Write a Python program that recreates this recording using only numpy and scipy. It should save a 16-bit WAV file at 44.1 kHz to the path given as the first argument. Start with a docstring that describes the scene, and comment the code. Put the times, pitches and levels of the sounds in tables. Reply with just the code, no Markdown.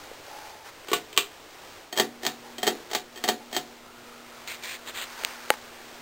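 """Ceiling fan pull chains

In a timber-roofed room, heard from a small hand-held camera near the fan. Beads rattle through an
eyelet as chains work the light switch once and the speed switch three times. On each pull and release
the ratchet ticks, then snaps, ringing the metal housing; each speed sets the motor's hum. Fingers rub
and knock by the microphone as the camera backs away. Its coarse sampling adds gritty, mirrored treble."""
import sys
import numpy as np
from scipy import signal
from scipy.fft import rfft, irfft
from scipy.io import wavfile
from scipy.ndimage import uniform_filter1d

SR = 44100
rng = np.random.default_rng(int(sys.argv[2]) if len(sys.argv) > 2 else 0)


def wrap_up_sound(samples):
    """Save the sound to the file named by the first command line argument, as 16-bit audio."""
    columns = np.atleast_2d(samples).T
    # keep every value between -1 and 1, then stretch to whole-number steps
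    tamed = np.clip(columns, -1, 1)
    steps = np.round(tamed * 32767).astype(np.int16)
    wavfile.write(sys.argv[1], SR, steps)


N = 265129
TIME = np.arange(N) / SR


def undb(db):
    """Decibels to gain."""
    return 10 ** (np.asarray(db) / 20)


def unit(x):
    """Scale to rms 1."""
    return x / np.sqrt(np.mean(x ** 2))


def at_hz(hz, points):
    """Read (Hz, value) points on a log-frequency axis."""
    f, value = np.transpose(points)
    return np.interp(np.log(np.maximum(hz, 1)), np.log(f), value)


def convolve(x, response):
    """Pass a sound through a response."""
    return signal.fftconvolve(x, response)[:N]


def colour(x, points, size=4096):
    """Causal filter with the given (Hz, dB) shape."""
    gain = undb(at_hz(np.fft.rfftfreq(size, 1 / SR), points))
    cepstrum = irfft(np.log(gain))
    cepstrum[1:size // 2] *= 2
    cepstrum[size // 2 + 1:] = 0
    return convolve(x, irfft(np.exp(rfft(cepstrum))))


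def band(x, lo_hz, hi_hz):
    """Band-pass filter."""
    return signal.sosfilt(signal.butter(2, [lo_hz, hi_hz], "band", fs=SR, output="sos"), x)


def fade(t60):
    """Half a second of exponential decay."""
    return np.exp(-np.log(1000) * TIME[:SR // 2] / t60)


def ring(modes):
    """Impulse response of (Hz, dB, t60) modes; neighbours swing in opposite directions."""
    return sum((-1) ** k * undb(db) * fade(t60) * np.sin(2 * np.pi * hz * TIME[:SR // 2])
               for k, (hz, db, t60) in enumerate(modes))


def drift(rate_hz):
    """Slow random drift with a spread near 1."""
    step = int(SR / rate_hz)
    stairs = np.repeat(rng.standard_normal(N // step + 1), step)
    return unit(uniform_filter1d(stairs, step)[:N])


def ramp(start, length):
    """Rise evenly from 0 to 1."""
    return np.clip((TIME - start) / length, 0, 1)


def add(track, s, sound):
    """Mix a sound in at time s."""
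    i = int(s * SR)
    track[i:i + len(sound)] += sound[:N - i]


# room tone at the microphone: (frequency [Hz], level [dB])
ROOM_TONE_COLOUR = [(25, -4.5), (45, -14.5), (100, -7.5), (190, -13.5), (280, -5.5), (400, -3), (800, -4),
                    (1500, -7.5), (3000, -10), (5400, -12)]


def room_tone(level_db=-44.5, flicker_db=1.25):
    """The room's soft hiss, flickering slightly in level."""
    hiss = unit(colour(rng.standard_normal(N), ROOM_TONE_COLOUR))
    return hiss * undb(level_db + flicker_db * drift(7.0))


def rub(strokes, shape, gain_db, grain_db, attack_s, release_share):
    """Friction in dense, uneven grains; each stroke's pressure builds, holds and eases off."""
    pressure = np.zeros(N)
    for start, length, db in strokes:
        release_s = length * release_share
        easing = 1 - ramp(start + length - release_s, release_s)
        pressure += undb(db) * ramp(start, attack_s) * easing
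    slips = rng.standard_normal(N) * undb(grain_db * drift(400))
    return undb(gain_db) * pressure * unit(colour(slips, shape))


# the grip shifting and pressing, right by the microphone: (start [s], length [s], level [dB])
GRIP_RUSTLES = [(0, 0.07, -48.5), (.24, 0.4, -45), (.638, 0.076, -41.5), (5.04, 0.64, -41.5),
                (5.17, 0.21, -45), (5.505, 0.053, -40)]
GRIP_PRESSES = [(.255, 0.45, -51.5), (2.445, 0.093, -53), (3.395, 0.057, -53)]
# their spectra: (frequency [Hz], level [dB])
GRIP_RUSTLE_COLOUR = [(150, -47), (400, -3), (650, -3), (850, 4.5), (1050, 1), (1600, 2.5), (2600, -2.5),
                      (3600, -6), (4700, -2), (5400, -5)]
GRIP_PRESS_COLOUR = [(300, -28), (600, -9), (770, -7), (865, 4), (1020, -20), (1500, -41), (5400, -32)]


def grip():
    """The hand rustles softly on the camera, and its pressure makes the shell sound."""
    rustle = rub(GRIP_RUSTLES, GRIP_RUSTLE_COLOUR,
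                 gain_db=0.5, grain_db=1.0, attack_s=0.021, release_share=0.34)
    presses = rub(GRIP_PRESSES, GRIP_PRESS_COLOUR,
                  gain_db=5, grain_db=1.0, attack_s=0.018, release_share=0.52)
    return rustle + presses


# knocks on the camera body: (time [s], level [dB], shell ring [dB], sharp tick [dB])
CAMERA_KNOCKS = [(.847, -41, 2.5, -12), (4.476, -18.5, -30, 4), (5.2361, -16, -10.5, -1),
                 (5.2486, 0.5, -46, 2), (5.5036, -4.5, 0.5, -3.5), (5.539, -31, 0.5, -8)]
# the shell around the microphone: (frequency [Hz], level [dB], t60 [s])
SHELL_MODES = [(500, -7, 0.023), (850, -11.5, 0.052), (388, -8, 0.016), (1400, 6.5, 0.0046),
               (2090, 1.5, 0.0076), (2910, 1, 0.0055)]


def knocks(bump_s=0.114, bump_hz=480):
    """Dry knocks straight into the microphone tick and ring the shell; a soft fingertip bumps first."""
    track = np.zeros(N)
    shell = ring(SHELL_MODES)
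    tick = ring([(2080, -5.0, 0.0018), (2670, -2, 0.0017), (4630, -8.0, 0.0014)])
    for s, db, shell_db, tick_db in CAMERA_KNOCKS:
        add(track, s, undb(db) * (undb(shell_db) * shell + undb(tick_db + 3) * tick))
    bump = ring([(bump_hz, -23.5, 0.015)]) * (1 - fade(0.01))
    add(track, bump_s, bump)
    overloaded = np.clip(track, -.9, .9)  # the hardest knock overloads the microphone
    return band(overloaded, 190, 9000)


# a chain running through its eyelet, up at the fan: (start [s], end [s], level [dB])
CHAIN_RUNS = [(0.871, 0.978, -24), (1.952, 1.994, -19.5), (2.211, 2.253, -27), (2.611, 2.69, -24),
              (2.899, 2.921, -28), (3.204, 3.284, -33), (3.513, 3.575, -27)]
# spectrum shared by the beads and the speed switch's snap: (frequency [Hz], level [dB])
METAL_COLOUR = [(90, -11), (160, -13), (400, 3.5), (780, 5.5), (1020, -1), (1600, -1), (2000, 5),
                (2700, -3.5), (3300, 1), (4300, 2), (5400, 0)]


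def beads(ticks_per_s=900, spread_db=5.5):
    """Beads tick unevenly over the eyelet, harder as the chain gathers speed."""
    speed = sum(undb(db) * np.interp(TIME, (start, end), (.3, 1), left=0, right=0)
                for start, end, db in CHAIN_RUNS)
    ticks = (rng.random(N) < ticks_per_s / SR) * undb(spread_db * rng.standard_normal(N))
    rattle = undb(-8.0) * speed * unit(ticks)
    return colour(band(rattle, 190, 6000), METAL_COLOUR)


def ratchet(snaps, ticks, tick_thump_db, tick_ring_db, soft_share=0.22):
    """List a switch's clicks; a tick rings like the snap it leads to, and cracks less when softer."""
    snap_rise_s, tick_rise_s = 0.0016, 0.0064  # a snap starts at once, a tick scrapes in
    clicks = [(*snap, snap_rise_s) for snap in snaps]
    for s, db in ticks:
        _, snap_db, _, snap_ring_db = next(snap for snap in snaps if snap[0] > s)
        ring_db = snap_ring_db + tick_ring_db + soft_share * (snap_db - db)
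        clicks.append((s, db, tick_thump_db, ring_db, tick_rise_s))
    return clicks


def chatter(t60, rise_s):
    """One contact building up and breaking into tiny rebounds, with a flat spectrum."""
    burst = rng.standard_normal(SR // 2) * fade(t60) * (1 - fade(rise_s))
    spectrum = rfft(burst)
    power = uniform_filter1d(np.abs(spectrum) ** 2, size=120)
    return irfft(spectrum / np.sqrt(power), len(burst))[:SR // 10]


def switch(clicks, shape, modes, contact_t60, crack_db, modes_db, mid_share=0.088, spread_db=2.23):
    """Each ratchet step cracks, jolts the fan body and rings the housing, never twice quite alike."""
    crack, clack, jolt, housing = np.zeros((4, N))
    for s, db, thump_db, ring_db, rise_s in clicks:
        contact = undb(db + crack_db) * chatter(contact_t60, rise_s)
        add(crack, s, contact)
        # a heavy jolt brings up the middle too; a light release is all bite
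        add(clack, s, undb(mid_share * thump_db) * contact)
        add(jolt, s, undb(thump_db) * contact)
        struck = [(hz, mode_db + spread_db * rng.standard_normal(), t60) for hz, mode_db, t60 in modes]
        add(housing, s, undb(db + ring_db + modes_db) * ring(struck) * (1 - fade(rise_s)))
    strike = band(crack, 2700, 5500) - band(clack, 546, 1900) + band(jolt, 170, 432)
    return colour(strike, shape), housing


# the chain jerks taut, then pull and release: (time [s], level [dB], thump [dB], ring [dB])
LIGHT_SWITCH_SNAPS = [(.9155, -19, 18.5, 5.5), (.9315, -4, -4.5, 2.5), (1.1755, 2, -21, -10.5)]
# ratchet ticks leading up to snaps: (time [s], level [dB])
LIGHT_RATCHET_TICKS = [(0.8848, -22), (1.1275, -25.5), (1.1641, -21.5)]
# spectrum of the snap: (frequency [Hz], level [dB])
LIGHT_SNAP_COLOUR = [(90, -10), (200, -9), (420, 12), (700, -7), (1150, 2), (1700, -3.5), (2300, 7),
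                     (3100, 6.5), (4200, 2), (5400, -3)]
# the housing, struck by this switch: (frequency [Hz], level [dB], t60 [s])
LIGHT_HOUSING_MODES = [(166, -20, 0.24), (282, -9, 0.14), (400, -6, 0.22), (485, -4, 0.14), (712, -8, 0.26),
                       (1135, 4, 0.075), (1476, -5, 0.18), (1810, -9, 0.15), (2400, -4, 0.079),
                       (2860, -3, 0.1), (3130, -3, 0.1), (3994, -3, 0.062), (4380, -13, 0.14)]


def light_switch():
    """One pull on the light chain: the ratchet's strikes and the housing's ring."""
    clicks = ratchet(LIGHT_SWITCH_SNAPS, LIGHT_RATCHET_TICKS, tick_thump_db=2.5, tick_ring_db=-4.0)
    return switch(clicks, LIGHT_SNAP_COLOUR, LIGHT_HOUSING_MODES,
                  contact_t60=0.015, crack_db=13, modes_db=-21.5)


# three heavy pulls, each with a lighter release: (time [s], level [dB], thump [dB], ring [dB])
SPEED_SWITCH_SNAPS = [(1.9977, -2, 4, -1), (2.2648, -4, -23, -5), (2.6762, -4.5, 9.5, -0.5),
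                      (2.949, -4, -8, -8.5), (3.2875, -3.5, 4, -2.5), (3.5648, -7, 0, -2)]
# ratchet ticks before each snap: (time [s], level [dB])
SPEED_RATCHET_TICKS = [(1.9262, -19.5), (1.964, -24), (1.974, -10), (1.9845, -9.5), (2.231, -20),
                       (2.2501, -13.5), (2.5816, -21), (2.6299, -10.5), (2.647, -25), (2.667, -9),
                       (2.913, -17.5), (2.9323, -12.5), (3.1586, -30), (3.1745, -27), (3.2389, -9),
                       (3.278, -11.5), (3.5277, -20.5), (3.5475, -18.5)]
# the housing, struck by this switch: (frequency [Hz], level [dB], t60 [s])
SPEED_HOUSING_MODES = [(145.3, -20.5, 0.37), (226.4, -8, 0.27), (285.4, -11.5, 0.38), (364.8, -3, 0.22),
                       (408, -5, 0.15), (513, -12.5, 0.17), (726.4, 1.5, 0.23), (756, -13.5, 0.34),
                       (1368, -16, 0.12), (1810, -2.5, 0.12), (1874, -1, 0.1), (2520, -8.5, 0.11),
                       (2896, -7.5, 0.11), (3196, 7.5, 0.082), (3330, -12, 0.083), (4360, -16, 0.33),
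                       (4465, 2, 0.071)]


def speed_switch():
    """Three pulls on the speed chain: the ratchet's strikes and the housing's ring."""
    clicks = ratchet(SPEED_SWITCH_SNAPS, SPEED_RATCHET_TICKS, tick_thump_db=4.5, tick_ring_db=-0.26)
    return switch(clicks, METAL_COLOUR, SPEED_HOUSING_MODES,
                  contact_t60=0.016, crack_db=13.5, modes_db=-22.0)


# decay under the timber roof: (frequency [Hz], t60 [s])
ROOM_DECAY = [(120, 0.87), (240, 0.45), (400, 0.26), (700, 0.16), (1800, 0.22), (5000, .16)]


def room(x):
    """Dense reflections reach the microphone in octave bands; the bass lingers longest."""
    response = 0
    for hz in 100 * 2. ** np.arange(7):
        reflections = band(rng.standard_normal(SR // 2), hz / np.sqrt(2), hz * np.sqrt(2))
        response += reflections * fade(at_hz(hz, ROOM_DECAY))
    return convolve(x, response * (1 - fade(0.0017)) / np.sqrt(SR))


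# hum at each speed, from the microphone's first position: (time [s], level [dB])
MOTOR_SPEEDS = [(2.0, -51), (2.68, -53.5), (3.29, -54.5)]
# partials of the hum: (frequency [multiple of the mains], level [dB])
HUM_PARTIALS = [(2, -25), (4, 2), (6, -3), (8, -5)]


def motor(mains_hz=60, waver_db=2.5, settle_s=0.06, retreat_s=4.3, distance_ratio=1.55):
    """Magnetic pull hums at even multiples of the mains, fading as the microphone backs away."""
    hum, drive = 0, 0
    for order, db in HUM_PARTIALS:
        level = undb(db + waver_db * drift(5.06))
        hum += level * np.sin(2 * np.pi * (order * mains_hz * TIME + rng.random()))
    for s, db in MOTOR_SPEEDS:
        drive += (undb(db) - drive) * ramp(s, settle_s)
    distance = 1 + (distance_ratio - 1) * ramp(retreat_s, length=0.62)
    return unit(hum) * drive / distance


# a faint whirr overhead: (start [s], length [s], level [dB])
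FAN_WHIRR = [(3.75, 0.85, -58)]
# spectra of the whirr and the draught: (frequency [Hz], level [dB])
FAN_WHIRR_COLOUR = [(900, -38), (1190, -18), (1260, 3), (1360, -3), (1450, -1), (1560, -27), (2000, -46)]
FAN_DRAUGHT_COLOUR = [(120, -29), (300, -8), (700, -2.5), (1500, -1.5), (3000, -6), (5400, -9.5)]


def blades(draught_db=-47.5):
    """As the fan speeds up, a whirr swells and fades and the blades stir up a soft, lasting hiss."""
    hiss = unit(colour(rng.standard_normal(N), FAN_DRAUGHT_COLOUR))
    draught = hiss * undb(draught_db) * ramp(start=3.85, length=0.56)
    whirr = rub(FAN_WHIRR, FAN_WHIRR_COLOUR, gain_db=1.5, grain_db=2.5, attack_s=.13, release_share=.08)
    return draught + whirr


# fingers sliding beside the microphone: (start [s], length [s], level [dB], firmness [0-1])
FINGER_SLIDES = [(4.47, 0.11, -35.5, 0.02), (4.62, 0.075, -34.5, 0.15), (4.676, .11, -35.5, 0.09),
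                 (4.857, 0.06, -36.5, 0.74), (4.937, 0.13, -35, 0.9)]
# spectra of a light and a firm touch: (frequency [Hz], level [dB])
LIGHT_TOUCH_COLOUR = [(150, -31), (400, -12), (1350, -9.5), (1850, -0.5), (2420, 3.5), (3000, -4),
                      (3550, -2.5), (4400, -3), (5400, -8.5)]
FIRM_TOUCH_COLOUR = [(150, -62), (400, -8), (1000, -3), (1750, 2), (2500, -2), (3200, 3.5), (4100, 0.5),
                     (4800, -8), (5400, -16.5)]


def finger_slides():
    """Skin slides on the camera; firmness shares the power between a bright and a fuller rub."""
    light, firm = [], []
    for s, length, db, firmness in FINGER_SLIDES:
        light.append((s, length, db + 10 * np.log10(1 - firmness)))
        firm.append((s, length, db + 10 * np.log10(firmness)))
    bright = rub(light, LIGHT_TOUCH_COLOUR, gain_db=2, grain_db=2, attack_s=0.015, release_share=0.53)
    full = rub(firm, FIRM_TOUCH_COLOUR, gain_db=2.5, grain_db=2, attack_s=0.03, release_share=0.29)
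    return bright + full


def scene():
    """Fan, room and handling at one microphone under the fan; the room gives each strike a short tail."""
    light_strikes, light_ring = light_switch()
    speed_strikes, speed_ring = speed_switch()
    strikes = light_strikes + speed_strikes + beads()
    chains = strikes + light_ring + speed_ring + undb(16) * room(strikes)
    hum = motor()
    handling = knocks() + finger_slides() + grip()
    return (chains + hum + handling + room_tone() + blades())[None]


def record(dry, hold=4, top_hz=15700):
    """The camera keeps every fourth sample and holds it, which mirrors the sound into the treble."""
    anti_alias = signal.firwin(129, 1.03 / hold)
    coarse = signal.resample_poly(dry, 1, hold, axis=1, window=anti_alias)
    held = np.repeat(np.clip(coarse, -1, 1), hold, axis=1)[:, :N]
    return signal.sosfilt(signal.ellip(8, .2, 70, top_hz, fs=SR, output="sos"), held)


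dry = scene()
out = record(dry)
wrap_up_sound(out)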